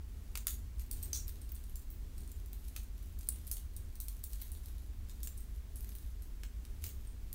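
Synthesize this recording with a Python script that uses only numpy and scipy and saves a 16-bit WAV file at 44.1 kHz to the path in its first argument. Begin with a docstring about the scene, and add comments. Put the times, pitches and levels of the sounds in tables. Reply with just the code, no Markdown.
"""A low hum in a small quiet room, then the clasp of a metal watch snaps open close to the microphone.
The watch slides off one wrist and is slipped on again: the bracelet rustles over the skin,
its links knock together and ring briefly, and each snap of the clasp also knocks the case.
The room answers every click and rustle with a short tail; faint microphone hiss lies underneath."""
import sys
import numpy as np
from scipy import signal
from scipy.fft import rfft, irfft
from scipy.io import wavfile
from scipy.ndimage import uniform_filter1d

SR = 44100
rng = np.random.default_rng(int(sys.argv[2]) if len(sys.argv) > 2 else 0)


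def digitize_waveform(pressure):
    """Quantize a signal to 16-bit integers and store it at the path in sys.argv[1].

    Rows of a 2-D input are taken as channels; values are limited to [-1, 1].
    """
    field = np.atleast_2d(pressure).T
    bounded = np.clip(field, -1, 1)
    quanta = np.round(bounded * 32767).astype(np.int16)
    wavfile.write(sys.argv[1], SR, quanta)


N = 323717
TIME = np.arange(N) / SR


def from_db(db):
    """Decibels to gain."""
    return 10 ** (np.asarray(db) / 20)


def rms_one(x):
    """Scale to an rms of 1."""
    return x / np.sqrt(np.mean(x ** 2) + 1e-20)


def one_ms(x):
    """Scale to the energy of one millisecond at rms 1, the reference for contact levels."""
    return x * np.sqrt(SR / 1000 / (np.sum(x ** 2) + 1e-20))


def at_hz(points, hz):
    """Read (f/Hz, value) rows on a logarithmic frequency axis."""
    known_hz, values = np.transpose(points)
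    return np.interp(np.log(np.maximum(hz, 1)), np.log(known_hz), values)


def coloured(x, spectrum):
    """Filter a noise by (f/Hz, level/dB) rows."""
    hz = np.fft.rfftfreq(len(x), 1 / SR)
    return irfft(rfft(x) * from_db(at_hz(spectrum, hz)), len(x))


def dying(t, t60):
    """Exponential decay that loses 60 dB in t60 seconds."""
    return from_db(-60 * t / t60)


def add(track, s, sound):
    """Mix a sound into a track from time s."""
    start = max(round(s * SR), 0)
    track[start:start + len(sound)] += sound[:max(N - start, 0)]


# Room tone, relative spectrum: f/Hz, level/dB
HUM_SPECTRUM = [(13, -17.5), (23, 1), (29, -7), (50, 1.5), (66, -3.5), (92, -12), (122, -27), (132, -24),
                (155, -29.5), (213, -26), (300, -32.5), (400, -35), (520, -44), (1000, -53)]
# Room tone at the microphone: t/s, level/dB
HUM_LEVEL = [(0, -45), (.95, -41), (1.45, -43.5), (6.6, -43), (7.34, -44)]


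def room_hum():
    """The low hum of the room: rumbling noise, held steady from one quarter second to the next."""
    rumble = rms_one(coloured(rng.standard_normal(N), HUM_SPECTRUM))
    steady = rumble / np.sqrt(uniform_filter1d(rumble ** 2, size=SR // 4))
    return from_db(np.interp(TIME, *np.transpose(HUM_LEVEL))) * steady


# Self-noise of the microphone, relative spectrum: f/Hz, level/dB
HISS_SPECTRUM = [(300, 4.5), (1000, 4), (2000, 1.5), (4000, -3), (8000, -5.5), (10300, -12), (13000, -9),
                 (16000, -0.5)]


def microphone_hiss(level_db=-67.5):
    """The microphone's own faint, even noise."""
    return from_db(level_db) * rms_one(coloured(rng.standard_normal(N), HISS_SPECTRUM))


# Colour of the watch's metal as heard in its short echoes: f/Hz, level/dB
TAIL_COLOUR = [(500, -1), (1100, -2), (2600, -2), (4100, 1.5), (5100, -5.5), (6500, 3), (9000, 2.5),
               (10400, -4.5), (12500, -1), (16000, 1)]


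def room(x, first_echo_s=0.00083, build_up_s=0.0065, t60=0.26, treble_t60=0.27, treble_hz=10500):
    """Near walls return dense, uneven echoes that build up within milliseconds; each tail is new."""
    t = TIME[:SR // 3]
    uneven = rng.standard_normal(len(t)) * np.exp(0.9 * rng.standard_normal(len(t)))
    echoes = coloured(uneven, TAIL_COLOUR)
    lower = signal.sosfiltfilt(signal.butter(2, treble_hz, fs=SR, output="sos"), echoes)
    tail = lower * dying(t, t60) + (echoes - lower) * dying(t, treble_t60)
    tail *= np.clip((t - first_echo_s) / build_up_s, 0, 1)
    return signal.fftconvolve(x, tail / np.sqrt(np.sum(tail ** 2)))[:N]


# At the wrist, the hand draws the bracelet over skin and fingers: t/s, length/s, relative level/dB
STROKES = [ (0.933, 0.12, -56.5), (1.22, 0.59, -67), (2.143, 0.24, -69), (2.58, 0.21, -61.5),
           (2.92, 0.11, -65), (3.205, 0.37, -60.5), (3.975, 0.41, -66), (4.29, 0.158, -56.5),
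           (4.496, 0.337, -64), (5.073, 0.47, -67.5), (5.72, 0.39, -65), (6.82, 0.043, -54),
           (6.915, .22, -74)]


def movement(attack_s=0.025, release_s=0.04, resting_db=-77):
    """How strongly the bracelet slides: each stroke swells, holds and fades, never to full rest."""
    gain = from_db(resting_db)
    for s, length, db in STROKES:
        rise = np.clip((TIME - s) / attack_s + .5, 0, 1)
        fall = np.exp(-np.maximum(TIME - s - length, 0) / release_s)
        gain = np.maximum(gain, from_db(db) * rise * fall)
    return gain


# Links sliding on skin, close up, relative spectrum: f/Hz, level/dB
SLIDE_COLOUR = [(400, -2.5), (1200, -9.5), (3800, 0), (6000, -2.5), (8600, -3.5), (10300, 3.5),
                (13000, 4.5), (16000, -7)]


def sliding(moving, ticks_per_s=130, size_spread_db=6.0, tick_t60=0.011, friction=0.46):
    """Tiny ticks of the link joints over the smooth hiss of metal on skin."""
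    sizes = from_db(size_spread_db * np.minimum(rng.exponential(1, N), 4))
    ticks = sizes * (rng.random(N) < ticks_per_s / SR)
    bursts = signal.lfilter([1], [1, -dying(1 / SR, tick_t60)], ticks + 1e-18)
    rustle = rng.standard_normal(N) * (rms_one(bursts) + friction)
    return moving * rms_one(coloured(rustle, SLIDE_COLOUR))


def loose_ticks(moving, mean_per_s=6, level_db=(-58, -50), pitch_hz=(8370, 15000)):
    """Loose links tick by chance, more often while the bracelet moves; gives rows like CLINKS."""
    times = TIME[rng.random(N) < mean_per_s * moving / moving.mean() / SR]
    draws = rng.uniform(size=(len(times), 2))
    return [(s, np.interp(size, [0, 1], level_db), 0, np.interp(pitch, [0, 1], pitch_hz), -4, -3)
            for s, (size, pitch) in zip(times, draws)]


def struck(modes):
    """A knocked part rings in damped sines, one per (f/Hz, level/dB, t60/s) row."""
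    t = TIME[:SR // 16]
    return sum(from_db(db) * one_ms(np.sin(2 * np.pi * hz * t) * dying(t, t60)) for hz, db, t60 in modes)


# Body, middle, high and top bands of a metal contact: low f/Hz, high f/Hz, filter order
BANDS = [(1150, 3500, 2), (3700, 7900, 4), (8100, 11500, 4), (11500, 16500, 4)]
BAND_CENTRES_HZ = np.array([np.sqrt(low * high) for low, high, _ in BANDS])


def crack(band_db, snap=0.6, t60=0.005, rattle_t60=0.046, rattle_share=0.54):
    """Metal hits metal: an impulse and a burst of noise, over at once but for a short rattle."""
    t = TIME[:SR // 16]
    blow = dying(t, t60) + rattle_share * dying(t, rattle_t60)
    out = np.zeros(len(t))
    for db, (low, high, order) in zip(band_db, BANDS):
        force = snap * one_ms(t == 0) + one_ms(rng.standard_normal(len(t)) * blow)
        band_pass = signal.butter(order, [low, high], "band", fs=SR, output="sos")
        out += from_db(db) * one_ms(signal.sosfilt(band_pass, force))
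    return out


def tilted(band_db, db_per_octave, pivot_hz=7000):
    """A harder contact tilts the band levels of its crack towards the treble."""
    return np.array(band_db) + db_per_octave * np.log2(BAND_CENTRES_HZ / pivot_hz)


# Ring time of links damped in the hand: f/Hz, t60/s
LINK_DECAY = [(4700, 0.0067), (6200, 0.022), (7300, 0.037), (8500, 0.034), (9400, 0.014), (12000, 0.013),
              (14500, 0.024), (15400, 0.017)]


def link_ring(hz, db, trim_db=-1.5, detune=0.026):
    """Three neighbouring links are almost alike, so their modes beat."""
    t = TIME[:SR // 16]
    t60 = at_hz(LINK_DECAY, hz)
    # detune is the share of the pitch at a t60 of 15 ms; more damped modes lie further apart
    down, up = detune * .015 / t60 * rng.uniform(.7, 1.3, size=2)
    below, centre, above = (np.sin(2 * np.pi * hz * (1 + offset) * t) for offset in (-down, 0, up))
    ring = (centre + .5 * (above - below)) * dying(t, t60)
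    return from_db(db + trim_db) * one_ms(ring)


# Colour of a link's crack: level/dB for each of BANDS
LINK_CRACK_DB = [-20.5, -8.5, -5, -3.5]
# The small pin of a link: f/Hz, level/dB re the crack's top band, t60/s
PIN_MODES = [(15300, -12, 0.0091)]
# Links close to the microphone; one behind the hand reaches it mostly by way of the room:
# t/s, level/dB, tilt/(dB/octave), ring f/Hz, ring/dB re level before trim, room/dB re direct
CLINKS = [ (.4815, -34, -6, 6680, -0.5, -4), (.7957, -46, -5.5, 12500, 2, 3),
          (.9128, -33.5, 2, 8530, -4, -2.5), (1.028, -40.5, 2, 8370, 3.5, -3.5),
          (1.033, -43, -1, 13770, 5, -6), (1.057, -48, -5, 14290, 6, -13),
          (1.131, -36, 3.5, 6170, 10.5, -5), (1.133, -47, -3, 4830, 11, -2),
          (1.139, -47.5, -0.5, 5700, 1, 17.5), (1.164, -43, 0, 6800, 5, -0.5),
          (1.28, -41.5, -1, 13100, 3.5, -5), (1.2926, -43.5, -3, 15700, -7, -6),
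          (1.416, -51, 0, 8560, 2.5, -3), (1.5191, -53, -6, 15000, 17, -7.5),
          (1.554, -52, 7, 8960, 3.5, -4.5), (1.7568, -42.5, 4, 7220, -6.5, -2),
          (1.9034, -56, 7, 15300, 6, 2), (2.18, -47, -2, 8320, -4.5, -2), (2.276, -52, -3, 8740, 2, -7),
          (2.317, -45.5, 1, 7160, -9, -6), (2.531, -46.5, -3, 12240, 4, -2.5),
          (3.1893, -46, 3, 8400, -6, -2), (3.2099, -44, -2.5, 14490, -9, -6),
          (3.2884, -32, 5, 9480, 9, -9.5), (3.4695, -47, 2, 13400, 2, 1), (3.477, -44.5, 0, 9600, 1, -10),
          (3.5142, -30, 1, 11300, -1, -1), (3.7649, -42.5, 2.5, 9420, -3.5, -3),
          (3.955, -46, 0, 8500, -10, -4), (4.0022, -37, 3.5, 8500, -11, 1),
          (4.0835, -36.5, 2, 8360, -6, -4.5), (4.239, -36, 5, 15100, -8, -4),
          (4.3325, -40, -1, 13600, -7.5, -5), (4.4163, -42, -1, 15600, 5, -9),
          (4.5178, -48, 6, 9600, 1.5, -2), (4.6587, -46, 2, 12880, -8, -2.5),
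          (5.096, -45, -4, 13900, -10, 0.5), (5.2316, -35.5, 1.5, 6780, -18.5, 0.5),
          (5.3769, -51, 6, 8400, 4, -1), (5.7584, -49, 3, 10230, 4.5, 2.5), (5.807, -49, 0, 13430, 3, -3),
          (5.845, -48, -6.5, 13600, 1, -3), (5.8912, -46.5, -5, 11600, 2, -6),
          (5.952, -48.5, 8.5, 14200, -8, -1), (6.2221, -52.5, -2, 11600, 4, 1),
          (6.6514, -46.5, -5.5, 11440, -3.5, -6), (6.8652, -44, -7, 15100, 8, -9),
          (7.0722, -61, 0, 8560, 12.5, -3), (7.3289, -40.5, 0, 12050, 5.5, -2)]


def links(moving, lift_db=3.5, lift_per_ring_db=0.55, lift_octaves=0.3):
    """One link falls against the next and sets its pin ringing; a free link rings, a held one ticks."""
    out = np.zeros(N)
    for s, db, tilt, ring_hz, ring_db, room_db in [*CLINKS, *loose_ticks(moving)]:
        # the crack is lifted around the ring's pitch, the more the freer the link rings
        nearness = np.exp(-(np.log2(BAND_CENTRES_HZ / ring_hz) / lift_octaves) ** 2)
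        band_db = db + tilted(LINK_CRACK_DB, tilt) + nearness * (lift_db + lift_per_ring_db * ring_db)
        pin = from_db(band_db[-1]) * struck(PIN_MODES)
        clink = crack(band_db) + link_ring(ring_hz, db + ring_db) + pin
        add(out, s, clink)
        add(out, s, from_db(room_db) * room(clink))
    return out


# Colour of the clasp's crack: level/dB for each of BANDS
CLASP_CRACK_DB = [-0.14, 0.47, -1.5, 1.5]
# The watch case: f/Hz, level/dB re the crack's body band, t60/s
CASE_MODES = [(587, -15.5, 0.0093), (1404, -17, 0.027), (2960, -9, 0.014)]
# The clasp, close to the microphone:
# t/s, level/dB, tilt/(dB/octave), ring f/Hz, ring/dB re level before trim, room/dB re direct
SNAPS = [ (0.3546, -39, -0.5, 4580, 2.5, -7.5), (0.374, -38.5, 2.5, 7250, -12, -7.5),
         (0.4696, -32, 4.5, 10700, 3.5, -2.5), (2.7632, -41.5, 1.5, 2580, -3, -3),
         (5.273, -44, 3.5, 7270, 2, -7), (6.4346, -48, -1.5, 6200, -15, -3),
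         (6.8404, -40, 3, 6300, -8, -2.5)]


def clasp():
    """Each snap cracks, rings and knocks the case; the watch moves, so each echo is different."""
    out = np.zeros(N)
    for s, db, tilt, ring_hz, ring_db, room_db in SNAPS:
        band_db = db + tilted(CLASP_CRACK_DB, tilt)
        case = from_db(band_db[0]) * struck(CASE_MODES)
        snap = crack(band_db) + link_ring(ring_hz, db + ring_db) + case
        add(out, s, snap)
        add(out, s, from_db(room_db) * room(snap))
    return out


def scene(slide_db=-3.5):
    """One microphone in a small room: room tone behind, the watch close in front."""
    moving = movement()
    rustle = from_db(slide_db) * sliding(moving)
    background = room_hum() + microphone_hiss()
    return (background + rustle + room(rustle) + clasp() + links(moving))[None]


def record(dry, cutoff_hz=15700):
    """The top of the microphone's signal is cut steeply."""
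    return signal.sosfilt(signal.ellip(10, .2, 70, cutoff_hz, fs=SR, output="sos"), dry)


dry = scene()
out = record(dry)
digitize_waveform(out)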